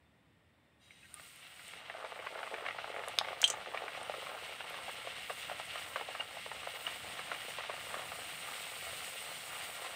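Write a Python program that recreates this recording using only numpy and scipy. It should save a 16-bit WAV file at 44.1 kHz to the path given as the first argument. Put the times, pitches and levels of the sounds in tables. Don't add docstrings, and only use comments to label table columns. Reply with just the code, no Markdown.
import sys
import numpy as np
from scipy import signal
from scipy.fft import rfft, irfft, next_fast_len
from scipy.io import wavfile
from scipy.ndimage import uniform_filter1d, map_coordinates

SR = 44100
rng = np.random.default_rng(int(sys.argv[2]) if len(sys.argv) > 2 else 0)


def transcribe(u):
    v = np.clip(np.atleast_2d(u).T, -1, 1)
    q = np.round(v * 32767).astype(np.int16)
    wavfile.write(sys.argv[1], SR, q)


N = 438794
TOUCH_S = 0.8

# t/s, peak before the room/dB, pitch f/Hz
BIG_BUBBLES = [(1.197, -38.5, 1380), (1.595, -38.5, 1710), (1.736, -33.5, 1580), (1.899, -27.5, 1410),
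               (2.048, -30.5, 1150), (2.27, -26, 1410), (2.391, -28.5, 1120), (2.431, -26.5, 1120),
               (2.542, -25.5, 1450), (2.653, -30, 1390), (2.664, -22.5, 1800), (2.6865, -24, 1680),
               (2.709, -28, 1740), (2.787, -26, 1230), (2.844, -27, 1090), (2.964, -29.5, 1710),
               (3.037, -29.5, 1730), (3.077, -29, 820), (3.2128, -22.5, 885), (3.248, -30, 1800),
               (3.286, -26.5, 1370), (3.43, -21, 1390), (3.539, -27.5, 850), (3.746, -24.5, 854),
               (3.7743, -24, 2140), (3.8205, -29, 800), (3.881, -27, 1470), (4.097, -27, 656),
               (4.14, -29.5, 900), (4.269, -32, 1000), (4.607, -28.5, 1230), (4.743, -30, 1260),
               (4.787, -34, 930), (4.882, -32, 850), (4.894, -30, 1100), (5.072, -29.5, 684),
               (5.298, -26, 1310), (5.304, -29, 750), (5.498, -26.5, 970), (5.515, -29, 710),
               (5.599, -27.5, 1000), (5.757, -29, 1050), (5.96, -20.5, 1160), (5.998, -33, 900),
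               (6.012, -28, 800), (6.088, -30.5, 760), (6.151, -27.5, 1300), (6.199, -33, 800),
               (6.209, -29.5, 1100), (6.371, -31.5, 870), (6.463, -31.5, 790), (6.516, -29, 940),
               (6.632, -31.5, 1080), (6.673, -27, 865), (6.875, -30, 1700), (7.193, -28.5, 1450),
               (7.317, -22.5, 1140), (7.347, -29, 2070), (7.586, -29, 875), (7.607, -29.5, 1310),
               (7.697, -27, 790), (7.943, -25.5, 1080), (7.994, -33, 770), (8.119, -29.5, 1090)]
# t/s, peak before the room/dB, pitch f/Hz, swell and fade time/s
STEAM_POCKETS = [(1.034, -52, 2590, 0.0027), (1.055, -59, 1880, .012), (1.172, -57, 1220, .016),
                 (6.206, -28, 2830, 0.0038), (6.8685, -22.5, 2910, 0.0012)]
# f/Hz, relative level/dB
WOK_COLOUR = [(130, -16.5), (250, -12), (355, -9), (434, -1.5), (699, 2), (822, -1), (968, -6),
              (1140, -0.5), (1520, -3), (1700, -2.5), (1900, 2), (2540, 2.5), (2840, -3.5), (3220, -1),
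              (5000, -24), (6500, -58), (11000, -120)]
# f/Hz, relative level/dB
FIZZ_COLOUR = [(2940, -19), (3900, -7), (5000, -8), (6100, -13), (6740, -10), (7560, -8), (8060, -2),
               (8420, 1), (8910, -1.5), (9780, -9.5), (10500, -13.5), (13600, -17), (22000, -120)]
# f/Hz, relative level/dB
MIST_COLOUR = [(6180, -37), (10500, -2), (12400, -6.5), (14900, 4.5), (15600, 1)]
# t/s, level/dB
BOIL_LEVEL = [(1.1, -90), (1.87, -62), (1.98, -50.5), (3.8, -50.5), (4.4, -51.5), (5.2, -61), (7.4, -54.5),
              (7.65, -50), (8.1, -55.5), (9.55, -57), (9.9, -53)]
# t/s, level/dB
SIZZLE_LEVEL = [(0.8, -84), (0.87, -71), (1.0, -65), (1.39, -57.5), (2.25, -53), (2.63, -53), (2.86, -51),
                (4.11, -50.5), (4.95, -47.5), (6.38, -49.5), (7.4, -47.5), (8.04, -48.5), (8.9, -46.5),
                (9.28, -49), (9.95, -49)]
# t/s, level before the trim in frying()/dB
FIZZ_LEVEL = [(0.79, -85), (0.85, -78.5), (1.24, -58), (1.45, -62), (1.69, -58.4), (1.84, -66.7),
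              (2.47, -61.5), (2.8, -64), (3.07, -60.5), (3.37, -62.8), (3.43, -57), (3.64, -62.5),
              (4.47, -56.9), (4.65, -59.5), (4.92, -53.5), (5.1, -57.5), (5.4, -51.9), (5.55, -56.5),
              (5.88, -53.5), (6.06, -57.5), (6.51, -56.5), (6.84, -53), (7.38, -54.8), (7.5, -51),
              (7.65, -59.5), (7.83, -52), (9.08, -48.5), (9.38, -51), (9.53, -50), (9.95, -52)]


def amp(db):
    return 10 ** (np.asarray(db) / 20)


def unit(x):
    return x / np.sqrt(np.mean(x ** 2) + 1e-20)


def along(points, hz):
    f, value = np.transpose(points)
    return np.interp(np.log(hz + 1), np.log(f + 1), value)


def level_curve(rows):
    s, db = np.transpose(rows)
    return np.interp(np.arange(N) / SR, s, db, left=-120)


def follows(level_db, grows):
    return level_db.max() + grows * (level_db - level_db.max())


def envelope(t, attack, hold, t60):
    return np.clip(t / attack, 0, 1) * amp(-60 * np.maximum(t - attack - hold, 0) / t60)


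def wobble(rate):
    knots = rng.standard_normal(int(N * rate / SR) + 4)
    return map_coordinates(knots, [np.arange(N) * rate / SR])


def filtered(x, response):
    m = next_fast_len(N + SR // 2)
    return irfft(rfft(x, m) * response(np.fft.rfftfreq(m, 1 / SR)), m)[:N]


def noise(spectrum):
    return unit(filtered(rng.standard_normal(N), lambda hz: amp(along(spectrum, hz))))


def singing(peaks):
    def response(f):
        return sum(amp(db) * 1j * f * width / (centre * centre - f * f + 1j * f * width)
                   for centre, width, db in peaks)
    return unit(filtered(rng.standard_normal(N), response))


def impulse(spectrum, size=2048):
    gain = amp(along(spectrum, np.fft.rfftfreq(size, 1 / SR)))
    cepstrum = irfft(np.log(np.maximum(gain, 1e-3)))
    cepstrum[1:size // 2] *= 2
    cepstrum[size // 2 + 1:] = 0
    return irfft(np.exp(rfft(cepstrum)))


def kitchen(x, wet_db):
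    # f/Hz, t60/s
    wall_decay = [(200, 0.096), (3000, 0.11), (12000, 0.062)]
    hz, t, z = signal.stft(rng.standard_normal(SR // 4), SR, nperseg=256)
    decay = amp(-60 * t / along(wall_decay, hz)[:, None])
    tail = signal.istft(z * decay, SR, nperseg=256)[1]
    tail[:SR // 400] = 0
    tail *= amp(wet_db) / np.linalg.norm(tail)
    tail[0] = 1
    return signal.fftconvolve(x, tail)


def add(track, s, x):
    part = track[max(round(s * SR), 0):][:len(x)]
    part += x[:len(part)]


def low_cut(x, edge_hz):
    return signal.lfilter(*signal.butter(2, edge_hz, "high", fs=SR), x)


def bounced(x, delay, share):
    lag = max(round(delay * SR), 1)
    return np.pad(x, (0, lag)) + share * np.pad(x, (lag, 0))


def bubble(hz, cycles, size=1024):
    turns = hz * np.arange(size) / SR
    return np.sin(2 * np.pi * turns) * np.exp(-turns / cycles) * (1 - np.exp(-2 * np.pi * turns))


def burst(hz, cycles, swell, size=1024):
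    turns = hz * (np.arange(size) - size // 4) / SR
    return np.sin(2 * np.pi * turns) * np.exp(np.minimum(turns / swell, -turns / cycles))


def crackle(spectrum, rate, spread_db, wet_db):
    hits = rng.random(N) < rate / SR
    sizes = amp(spread_db * np.minimum(rng.standard_normal(N), np.e))
    bursts = hits * rng.choice([-1, 1], N) * sizes
    return unit(signal.fftconvolve(kitchen(bursts, wet_db), impulse(spectrum))[:N])


def struck(modes, contact_t60, ring_t60, ring_db):
    t = np.arange(SR // 5) / SR
    ring = np.zeros(len(t))
    for (hz, db), (level, turn, drift) in zip(modes, rng.standard_normal((len(modes), 3))):
        ring += amp(db + 2 * level) * np.sin(2 * np.pi * (hz + 20 * drift) * t + .5 * turn)
    ring *= amp(-60 * t / contact_t60) + amp(ring_db - 60 * t / ring_t60)
    return ring / np.std(ring[:SR // 100])


def stove(hiss_db=-72, whistle_db=-82, rumble_db=-72.5, churn_db=-19.5):
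    # f/Hz, relative level/dB
    hiss_colour = [(88, -28), (150, -17), (186, -7), (205, -7), (437, -11), (541, -8.5), (1610, -16),
                   (1950, -12.5), (2930, -18), (3700, -21.5), (3930, -24), (6380, -37.5), (8380, -28),
                   (9600, -34.5), (15600, -39)]
    # f/Hz, width/Hz, relative level/dB
    burner_tones = [(1860, 49, -3.5), (3550, 25, -5), (5230, 40, -19)]
    # f/Hz, relative level/dB
    rumble_colour = [(15, -57), (25, -36), (38, -32), (55, -5.5), (75, 4.5), (176, 3.5), (214, -3.5),
                     (330, -1.5), (430, -48), (730, -120)]
    churn = amp(level_curve(SIZZLE_LEVEL) + churn_db)
    rumble_gain = np.hypot(amp(rumble_db), churn) * amp(2.0 * wobble(5.9))
    hiss = amp(hiss_db) * noise(hiss_colour)
    whistle = amp(whistle_db) * singing(burner_tones)
    return hiss + whistle + rumble_gain * noise(rumble_colour)


def skimmer(tick_t60=0.0055, hoop_rise_s=0.00049):
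    # t/s, hoop level/dB, wire level/dB, tick level/dB
    taps = [(3.4168, -54, -37, -23.5), (3.4409, -18, -33.5, -36), (3.4447, -27.5, -41, -42),
            (3.4777, -39, -37, -41), (3.5013, -41, -33.5, -43)]
    # f/Hz, relative level/dB
    hoop_modes = [(2870, -13), (3040, -2), (3177, -0.5), (3352, -4.5), (3508, -7), (4016, -11)]
    # f/Hz, relative level/dB
    wire_modes = [(4823, -50), (5599, -54), (6078, -45), (6212, -46), (6261, -64), (6406, -43), (6934, -46),
                  (7101, -50), (7580, -68), (7720, -49), (7854, -65), (7946, -47), (8193, -65), (8409, -43),
                  (8559, -51), (8866, -72), (9152, -60), (9270, -55), (9518, -73), (10094, -63)]
    track, t = np.zeros(N), np.arange(SR // 5) / SR
    for s, hoop_db, wire_db, tick_db in taps:
        hoop = struck(hoop_modes, contact_t60=0.026, ring_t60=0.051, ring_db=-16)
        hoop *= 1 - np.exp(-t / hoop_rise_s)
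        wires = struck(wire_modes, contact_t60=0.023, ring_t60=0.091, ring_db=-6)
        bright = noise(FIZZ_COLOUR) + amp(-16) * noise(MIST_COLOUR)
        tick = bright[:len(t)] * amp(-60 * t / tick_t60)
        add(track, s, amp(hoop_db) * hoop + amp(wire_db) * wires + amp(tick_db) * tick)
    return kitchen(low_cut(track, edge_hz=610), wet_db=-9.5)[:N]


def spray(offset_db=-6, grows=1.2, swing=0.25, average_s=1.0):
    fizz_db = level_curve(FIZZ_LEVEL)
    average_db = uniform_filter1d(fizz_db, max(int(average_s * SR), 1))
    swell_db = np.clip(fizz_db - average_db, -7, 4)
    spray_db = follows(fizz_db, grows) + offset_db + swing * swell_db
    gain = amp(spray_db + 1.2 * wobble(6.2) + 1.3 * wobble(35))
    return gain * crackle(MIST_COLOUR, rate=3500, spread_db=3.8, wet_db=-9)


def wet_edge(level_db=-67):
    # f/Hz, width/Hz, relative level/dB
    whistles = [(2140, 110, -10), (2810, 67, -4), (3250, 32, 0), (3840, 51, 3.5), (4800, 130, -12),
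                (5610, 47, -15), (5940, 37, -6), (6640, 95, -15), (7180, 45, -12), (8700, 80, -7)]
    touch = envelope(np.arange(N) / SR - TOUCH_S, attack=.018, hold=0.16, t60=0.67)
    return amp(level_db + 2.2 * wobble(30.2)) * touch * singing(whistles)


def first_bubbles(level_db=-62, length_s=.8, rate=110, octaves=0.64, cycles=35, tilt_db=-7,
                  young_hz=3380, grown_hz=907, growth_s=0.17):
    track = np.zeros(N)
    for place, size in rng.random((N // 100, 2))[:int(rate * length_s)]:
        age = place * length_s
        above = min(-octaves * np.log(1 - size), 2)
        lowest_hz = grown_hz + (young_hz - grown_hz) * np.exp(-age / growth_s)
        gain = amp(level_db + tilt_db * above) * envelope(age, attack=0.21, hold=.02, t60=2.2)
        add(track, TOUCH_S + age, gain * bubble(lowest_hz * 2 ** above, cycles, size=4096))
    return track


def squeaks():
    track, t = np.zeros(N), np.arange(-SR // 10, SR // 10) / SR
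    for s, db, hz, swell_s in STEAM_POCKETS:
        tone = np.sin(2 * np.pi * hz * t) * np.exp(-np.abs(t) / swell_s)
        add(track, s + t[0], amp(db) * kitchen(tone, wet_db=-12))
    return track


def spits(crack_time=0.00065, crack_hz=8000, echo_delay=.0008, echo_share=0.48):
    # t/s, peak before the room/dB, pitch f/Hz, life/cycles, crack weight (halved below)
    drops = [(0.9075, -44, 2160, 5.4, .05), (1.1419, -31, 9000, 6.1, 0.78), (1.360, -44.5, 11000, 3, .7),
             (1.681, -38, 8300, 4.5, .4), (3.0841, -29, 9600, 2.3, 0.74), (3.1874, -7, 3430, 1.5, 0.64),
             (4.031, -39, 8700, 8.4, .3), (4.699, -39, 12000, 3, .6)]
    track = np.zeros(N)
    for s, db, hz, cycles, crack in drops:
        pop = bubble(hz, cycles)
        snap = signal.lfilter(*signal.butter(2, crack_hz, fs=SR), rng.standard_normal(len(pop)))
        snap *= np.exp(-np.arange(len(pop)) / SR / crack_time)
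        pop = low_cut(pop + crack * snap / 2, edge_hz=610)
        pop = bounced(pop, echo_delay, echo_share)
        add(track, s, amp(db) * kitchen(pop / np.abs(pop).max(), wet_db=-12))
    return track


def boil(rate=190, wet_hz=760, dry_hz=1150, octaves=0.68, cycles=0.36, swell=0.27, spread_db=7.0):
    track = np.zeros(N)
    dryness = rng.random(N // 20)[:int(rate * N / SR)]
    draws = np.clip(rng.standard_normal((N // 20, 2)), -1.7, 1.7)
    for dry_share, (pitch, level) in zip(dryness, draws):
        hz = (wet_hz + (dry_hz - wet_hz) * dry_share) * 2 ** (octaves * pitch)
        add(track, dry_share * N / SR, amp(spread_db * level) * burst(hz, cycles, swell))
    bowl_sound = signal.fftconvolve(track, impulse(WOK_COLOUR))[:N]
    return amp(level_curve(BOIL_LEVEL)) * unit(kitchen(bowl_sound, wet_db=-7.5)[:N])


def lesser_plops(rate=12, over_boil_db=15, spread_db=2.5, pitch_hz=1200, octaves=0.38):
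    times, boil_db = np.transpose(BOIL_LEVEL)
    count = int(rate * np.ptp(times))
    s = times[0] + np.ptp(times) * rng.random(N // 100)[:count]
    level, pitch = np.clip(rng.standard_normal((N // 100, 2))[:count], -2, 2).T
    peak_db = np.interp(s, times, boil_db) + over_boil_db + spread_db * level
    return list(zip(s, peak_db, pitch_hz * 2 ** (octaves * pitch)))


def plops(cycles=0.31, swell=0.23, echo_delay=0.001602, echo_share=0.76, size=1024):
    track, bowl = np.zeros(N), impulse(WOK_COLOUR)
    for s, db, hz in BIG_BUBBLES + lesser_plops():
        life, place = rng.standard_normal(2)
        knock = signal.fftconvolve(burst(hz, cycles * np.exp(0.21 * life), swell, size), bowl)
        knock = bounced(knock, echo_delay * np.exp(0.19 * place), echo_share)
        add(track, s - size // 4 / SR, amp(db) * kitchen(knock / np.abs(knock).max(), wet_db=-8.5))
    return track


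def after_bursts(level_db, rise_s, fade_s):
    gain, t = np.zeros(N), np.arange(-SR // 20, SR // 5) / SR
    for s, db, *_ in BIG_BUBBLES + STEAM_POCKETS:
        add(gain, s + t[0], amp(db + level_db) * np.exp(np.minimum(t / rise_s, -t / fade_s)))
    return gain


def frying(fizz_trim_db=-1.96, stirred_db=-6, simmer_db=-7, simmer_grows=1.13, rise_s=0.0019):
    # f/Hz, relative level/dB
    simmer_colour = [(150, -47), (250, -20), (360, -14.5), (435, -9), (657, -3), (770, -1.5), (961, -9),
                     (1180, -3), (1350, -4.5), (1710, -11), (1800, -5), (2340, -40), (3960, -120)]
    # f/Hz, relative level/dB
    sizzle_colour = [(820, -30), (1400, -7), (1710, -10), (1910, -2), (2160, -0.5), (2350, -3),
                     (2590, -3.5), (2800, 2), (3000, -2.5), (3900, -7.5), (4500, -14.5), (6000, -22),
                     (7800, -33), (13200, -120)]
    sizzle_db, fizz_db = level_curve(SIZZLE_LEVEL), level_curve(FIZZ_LEVEL)
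    surge = wobble(14)

    steam = amp((sizzle_db - sizzle_db.max()) / 2)
    gush = steam * after_bursts(-26.5, rise_s, fade_s=0.0069)
    wake = steam * after_bursts(-19, rise_s, fade_s=0.012)

    simmer = crackle(simmer_colour, rate=1100, spread_db=4.5, wet_db=-9.0)
    sizzle = crackle(sizzle_colour, rate=2600, spread_db=2, wet_db=-15.0)
    fizz = crackle(FIZZ_COLOUR, rate=5000, spread_db=2.5, wet_db=-3.5)

    steady = amp(follows(sizzle_db, simmer_grows) + simmer_db)
    stirred = amp(level_curve(BOIL_LEVEL) + stirred_db)
    simmer_gain = np.hypot(np.hypot(steady, stirred) * amp(2.45 * wobble(12)), wake)
    sizzle_gain = amp(sizzle_db + 1.05 * surge + 1.15 * wobble(55)) + gush
    fizz_gain = amp(fizz_db + fizz_trim_db + 0.51 * surge + 0.84 * wobble(45))
    return simmer_gain * simmer + sizzle_gain * sizzle + fizz_gain * fizz


def scene():
    background = stove() + skimmer()
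    oil = spray() + wet_edge() + first_bubbles() + squeaks() + spits() + boil() + plops() + frying()
    return (background + oil)[None]


def record(dry):
    return filtered(dry[0], lambda hz: hz < 15650)[None]


dry = scene()
out = record(dry)
transcribe(out)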